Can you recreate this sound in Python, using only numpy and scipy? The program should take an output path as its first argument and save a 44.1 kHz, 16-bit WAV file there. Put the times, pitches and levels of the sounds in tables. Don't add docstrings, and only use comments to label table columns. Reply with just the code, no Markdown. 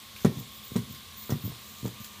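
import sys
import numpy as np
from scipy import signal
from scipy.fft import rfft, irfft, next_fast_len
from scipy.io import wavfile

SR = 44100
rng = np.random.default_rng(int(sys.argv[2]) if len(sys.argv) > 2 else 0)


def dump(signal):
    limited = np.clip(np.atleast_2d(signal).T, -1, 1)
    pcm = np.round(limited * 32767).astype(np.int16)
    wavfile.write(sys.argv[1], SR, pcm)


N = 97020


def from_db(db):
    return 10 ** (np.asarray(db) / 20)


def rms_one(x):
    return x / np.sqrt(np.mean(x ** 2) + 1e-20)


def drift(rate_hz):
    step = 20
    pole = np.exp(-2 * np.pi * rate_hz * step / SR)
    white = rng.standard_normal(N // step + 3002)
    slow = signal.lfilter([1], [1, -2 * pole, pole * pole], white)[3000:]
    return np.interp(np.arange(N) / step, np.arange(len(slow)), rms_one(slow - slow.mean()))


def ring(push, hz, t60_s):
    decay, w = from_db(-60 / (t60_s * SR)), 2 * np.pi * hz / SR
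    return signal.lfilter([0, np.sin(w)], [1, -2 * decay * np.cos(w), decay * decay], push + 1e-18)


def fade(impulses, t60_s):
    return signal.lfilter([1], [1, -from_db(-60 / (t60_s * SR))], impulses + 1e-18)


def noise(spectrum, patchy_db):
    table_hz, table_db = np.transpose(spectrum)
    white = rng.standard_normal((2, N))
    edges_hz = 30 * 2 ** np.arange(0, 9.2, 1 / 5)
    out = 0
    for k, (low, high) in enumerate(zip(edges_hz, edges_hz[1:])):
        if high > table_hz[0]:
            sos = signal.butter(2, [low, high], "band", fs=SR, output="sos")
            band = signal.sosfilt(sos, white[k % 2])
            log_centre = np.log(low * high) / 2
            level_db = np.interp(log_centre, np.log(table_hz), table_db)
            out = out + band * from_db(level_db + patchy_db * drift(2.3))
    return rms_one(out)


def clicks_at(time_s, gains, ms=0.):
    half = np.maximum(np.reshape(ms, (-1, 1)) * SR / 2000, 1)
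    steps = np.arange(-150, 151)
    shape = (1 + np.cos(np.pi * np.clip(steps / half, -1, 1))) / (2 * half)
    train = np.zeros(N)
    np.add.at(train, (time_s * SR).astype(int)[:, None] + steps, gains[:, None] * shape)
    return train


def floor():
    # (frequency [Hz], density [dB per Hz])
    floor_spectrum = [(30, -45), (50, 5), (90, 10.5), (160, -2), (300, -6.5), (420, -3.5), (700, -7.5),
                      (1070, -6.5), (1420, -6.5), (2200, -5), (2700, -3.5), (3700, 2), (4980, -7),
                      (7130, -8), (11000, -11), (13500, -10)]
    return from_db(-48) * noise(floor_spectrum, patchy_db=1.0)


def room(x):
    t60_s, wall_cut_hz = 0.3, 3200
    size = next_fast_len(N + SR)
    w = 2 * np.pi * np.arange(size // 2 + 1) / size
    dull = 1 / (1 + 1j * w * SR / (2 * np.pi * wall_cut_hz))
    response = 0
    for k, delay_s in enumerate(np.geomspace(.013, .041, num=10)):
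        loop = from_db(-60 * delay_s / t60_s) * dull * np.exp(-1j * w * delay_s * SR)
        response = response + (-1) ** k * loop / (1 - loop)
    return irfft(rfft(x, size) * response, size)[:N]


def motors():
    # (start [Hz], at settle_s [Hz], end [Hz])
    whine_hz = [(976, 973, 968), (1070, 1060, 1056), (1080, 1083, 1084), (1110, 1119, 1117),
                (1193, 1189, 1192)]
    # (start [dB], end [dB])
    whine_db = [(-79.5, -67), (-63, -65), (-67, -65.5), (-64.5, -67), (-71.5, -61)]
    # (second multiple [dB], third multiple [dB])
    overtones_db = (-7.5, -6)
    settle_s, waver_hz, waver_db = .75, 2.0, 2.5
    hum_hz, hum_width_hz, hum_db = 211.3, 8.2, -59
    out = 0
    for hz, db in zip(whine_hz, whine_db):
        pitch_hz = np.interp(np.arange(N), [0, settle_s * SR, N], hz) + waver_hz * drift(6.6)
        phase = 2 * np.pi * (rng.random() + np.cumsum(pitch_hz) / SR)
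        tone = np.sin(phase)
        for multiple, overtone_db in enumerate(overtones_db, start=2):
            tone = tone + from_db(overtone_db) * np.sin(multiple * phase)
        level_db = np.linspace(*db, N) + waver_db * drift(7.2)
        out = out + np.sqrt(2) * tone * from_db(level_db)
    hum_t60_s = np.log(1000) / np.pi / hum_width_hz
    hum = ring(rng.standard_normal(N), hum_hz, hum_t60_s)
    return out + from_db(hum_db) * rms_one(hum)


def gears():
    # (time [s], level [dB])
    whirr = [(0.0, -73), (0.07, -71), (0.26, -47), (0.29, -63), (0.37, -60), (0.39, -45), (0.46, -70),
             (0.57, -48), (0.61, -69), (0.65, -47), (0.69, -54.5), (0.77, -49), (0.86, -64), (0.91, -45),
             (1.13, -78), (1.18, -47), (1.3, -52), (1.3, -47.5), (1.4, -64), (1.46, -44), (1.52, -57),
             (1.87, -50.5), (1.92, -56), (1.98, -60), (2.02, -44.5), (2.11, -59), (2.2, -56)]
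    # (frequency [Hz], density [dB per Hz])
    gear_spectrum = [(2400, -4), (3500, 16), (4200, 11), (5000, 5.5), (7200, 16.5), (9300, -35),
                     (12000, -29), (14400, 25), (15500, -3)]
    rough_db = 3.5
    time_s, db = np.transpose(whirr)
    level_db = np.interp(np.arange(N) / SR, time_s, db) + rough_db * drift(240)
    return noise(gear_spectrum, patchy_db=2.5) * from_db(level_db)


def ticks():
    # (time [s], level [dB])
    tick_table = [(0.2483, -22), (0.2544, -32), (0.7622, -27), (0.7655, -33), (1.3043, -27), (1.3064, -29),
                  (1.8618, -31)]
    # (time [s], level [dB])
    lone_rattles = [(0.162, -27), (0.204, -30), (0.9478, -31), (1.2257, -33), (2.0439, -26), (2.1306, -36)]
    # (frequency [Hz], level [dB])
    leg_modes = [(1150, -8.5), (2200, -9.5), (3500, -4.5), (5300, -15), (6800, -5.5), (9500, -13)]
    # (frequency [Hz], density [dB per Hz])
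    rattle_spectrum = [(880, -46), (1500, -3.5), (6890, -5), (11400, -8.5), (14300, -17)]
    leg_t60_s, leg_spread_db = .005, 2
    rattle_t60_s, rattle_db = 0.15, -17.5

    time_s, db = np.transpose(tick_table)
    chance = rng.standard_normal((len(time_s), len(leg_modes)))
    rings = 0
    for k, (hz, mode_db) in enumerate(leg_modes):
        click = clicks_at(time_s, from_db(db + mode_db + leg_spread_db * chance[:, k]))
        rings = rings + (-1) ** k * ring(click, hz, leg_t60_s)

    time_s, db = np.transpose(tick_table + lone_rattles)
    envelope = fade(clicks_at(time_s, from_db(db)), rattle_t60_s)
    return rings + from_db(rattle_db) * noise(rattle_spectrum, patchy_db=3.5) * envelope


def board():
    # (time [s], strength [dB], favoured pitch [octaves from 180 Hz], contact [ms, at least 0.3 is used])
    taps = [(.2474, -8.5, -0.31, 0.54), (0.2525, -5, 0.38, 0.86), (.263, -25, 0.51, 3),
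            (0.28, -20, -0.43, 4.5), (0.294, -28.5, -0.73, 1.4), (.299, -27, -0.66, 1.5),
            (0.356, -32, -0.14, 3.5), (.371, -23.5, -0.48, 1.16), (0.384, -30, -0.1, 0.61),
            (.408, -29.5, -0.28, 1), (.425, -36, 0.25, 0.9), (0.469, -35.5, -0.61, 8.1),
            (0.718, -27, 0.36, 1.3), (0.749, -38, 0.6, 1.8), (0.757, -14, -0.47, 0.87),
            (.7621, -13.5, -0.031, 0.86), (0.7666, -17, 0.096, 1.04), (0.774, -25, -0.59, 4.8),
            (.791, -19.5, 0.16, 2.8), (0.8, -26.5, 0.72, 2.7), (0.814, -39, -0.2, 3.3),
            (0.898, -25.5, 0.57, 4.8), (.9066, -24.5, 0.45, 4.5), (.926, -38, 0.26, 2.5),
            (0.939, -37, -0.21, 1.3), (1.295, -25.5, 0.97, 0.45), (1.3035, -24, 0.38, 0.51),
            (1.3088, -27, 1, 0.75), (1.322, -12, -0.74, 0.73), (1.343, -25, -0.66, 1.8),
            (1.356, -25, 0.58, 2), (1.364, -34, 0.16, 2.8), (1.439, -19.5, -0.89, 1.8),
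            (1.45, -19, -0.58, 1.6), (1.46, -23, -0.48, 1.8), (1.477, -28.5, 0.79, 1.25),
            (1.499, -24.5, -0.63, 2.3), (1.518, -34, -0.44, 0.55), (1.721, -42.5, 0.18, 1.5),
            (1.8299, -25, -0.12, 1.5), (1.8455, -22.5, 0.0025, 1.3), (1.8547, -19.5, 0.68, 0.85),
            (1.8611, -28, 0.91, 0.9), (1.871, -29, 0.066, 0.84), (1.878, -32, 0.96, 0.75),
            (1.93, -41, -0.6, 3.7), (2.002, -25.5, 0.37, 5.1), (2.011, -32, 0.3, 4.2)]
    # (frequency [Hz], level [dB], decay t60 [s])
    board_modes = [(72, -48, 0.2), (119.4, -12, 0.14), (141, -1.5, 0.068), (188.8, -1.5, 0.045),
                   (229.3, -7, 0.05), (280, -13, 0.037), (393, -17, 0.054), (448.5, -10.5, 0.035),
                   (496, -13, 0.022), (651, -13.5, 0.019), (900, -8, 0.009), (960, -20.5, 0.033),
                   (1220, -9.5, 0.0092), (1912, -14, 0.021)]
    flip_hz = 280
    spread_db = 0.7
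    focus_db = 4
    bass_lag_s = 0.0017
    low_cut_hz = 112
    chatter_db, chatter_t60_s, chatter_per_s = -28, 0.088, 1700
    chatter_low_hz, chatter_high_hz = 460, 2170

    time_s, db, octave, ms = np.transpose(taps)
    ms = np.maximum(ms, .3)
    chance = rng.standard_normal((len(time_s), len(board_modes)))
    shake = fade(clicks_at(time_s, from_db(db) / ms ** 2), chatter_t60_s)
    out = 0
    for k, (hz, mode_db, t60_s) in enumerate(board_modes):
        loss_db = focus_db * ms * np.minimum((np.log2(hz / 180) - octave) ** 2, 3)
        late_s = bass_lag_s * max(np.log2(flip_hz / hz), 0)
        push = clicks_at(time_s + late_s, from_db(db - loss_db + spread_db * chance[:, k]), ms)
        if chatter_low_hz < hz < chatter_high_hz:
            grains = rng.standard_normal(N) * (rng.random(N) < chatter_per_s / SR)
            push = push + from_db(chatter_db) * shake * grains
        out = out + np.sign(flip_hz - hz) * from_db(mode_db) * ring(push, hz, t60_s)
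    return signal.sosfilt(signal.butter(3, low_cut_hz, "high", fs=SR, output="sos"), out)


def scene():
    feet = board() + ticks()
    reverberation = from_db(-20) * room(feet)
    mix = feet + reverberation + gears() + motors() + floor()
    return mix[None]


def record(dry):
    cutoff_hz = 15400
    return signal.sosfilt(signal.ellip(12, .5, 70, cutoff_hz, fs=SR, output="sos"), dry)


dry = scene()
out = record(dry)
dump(out)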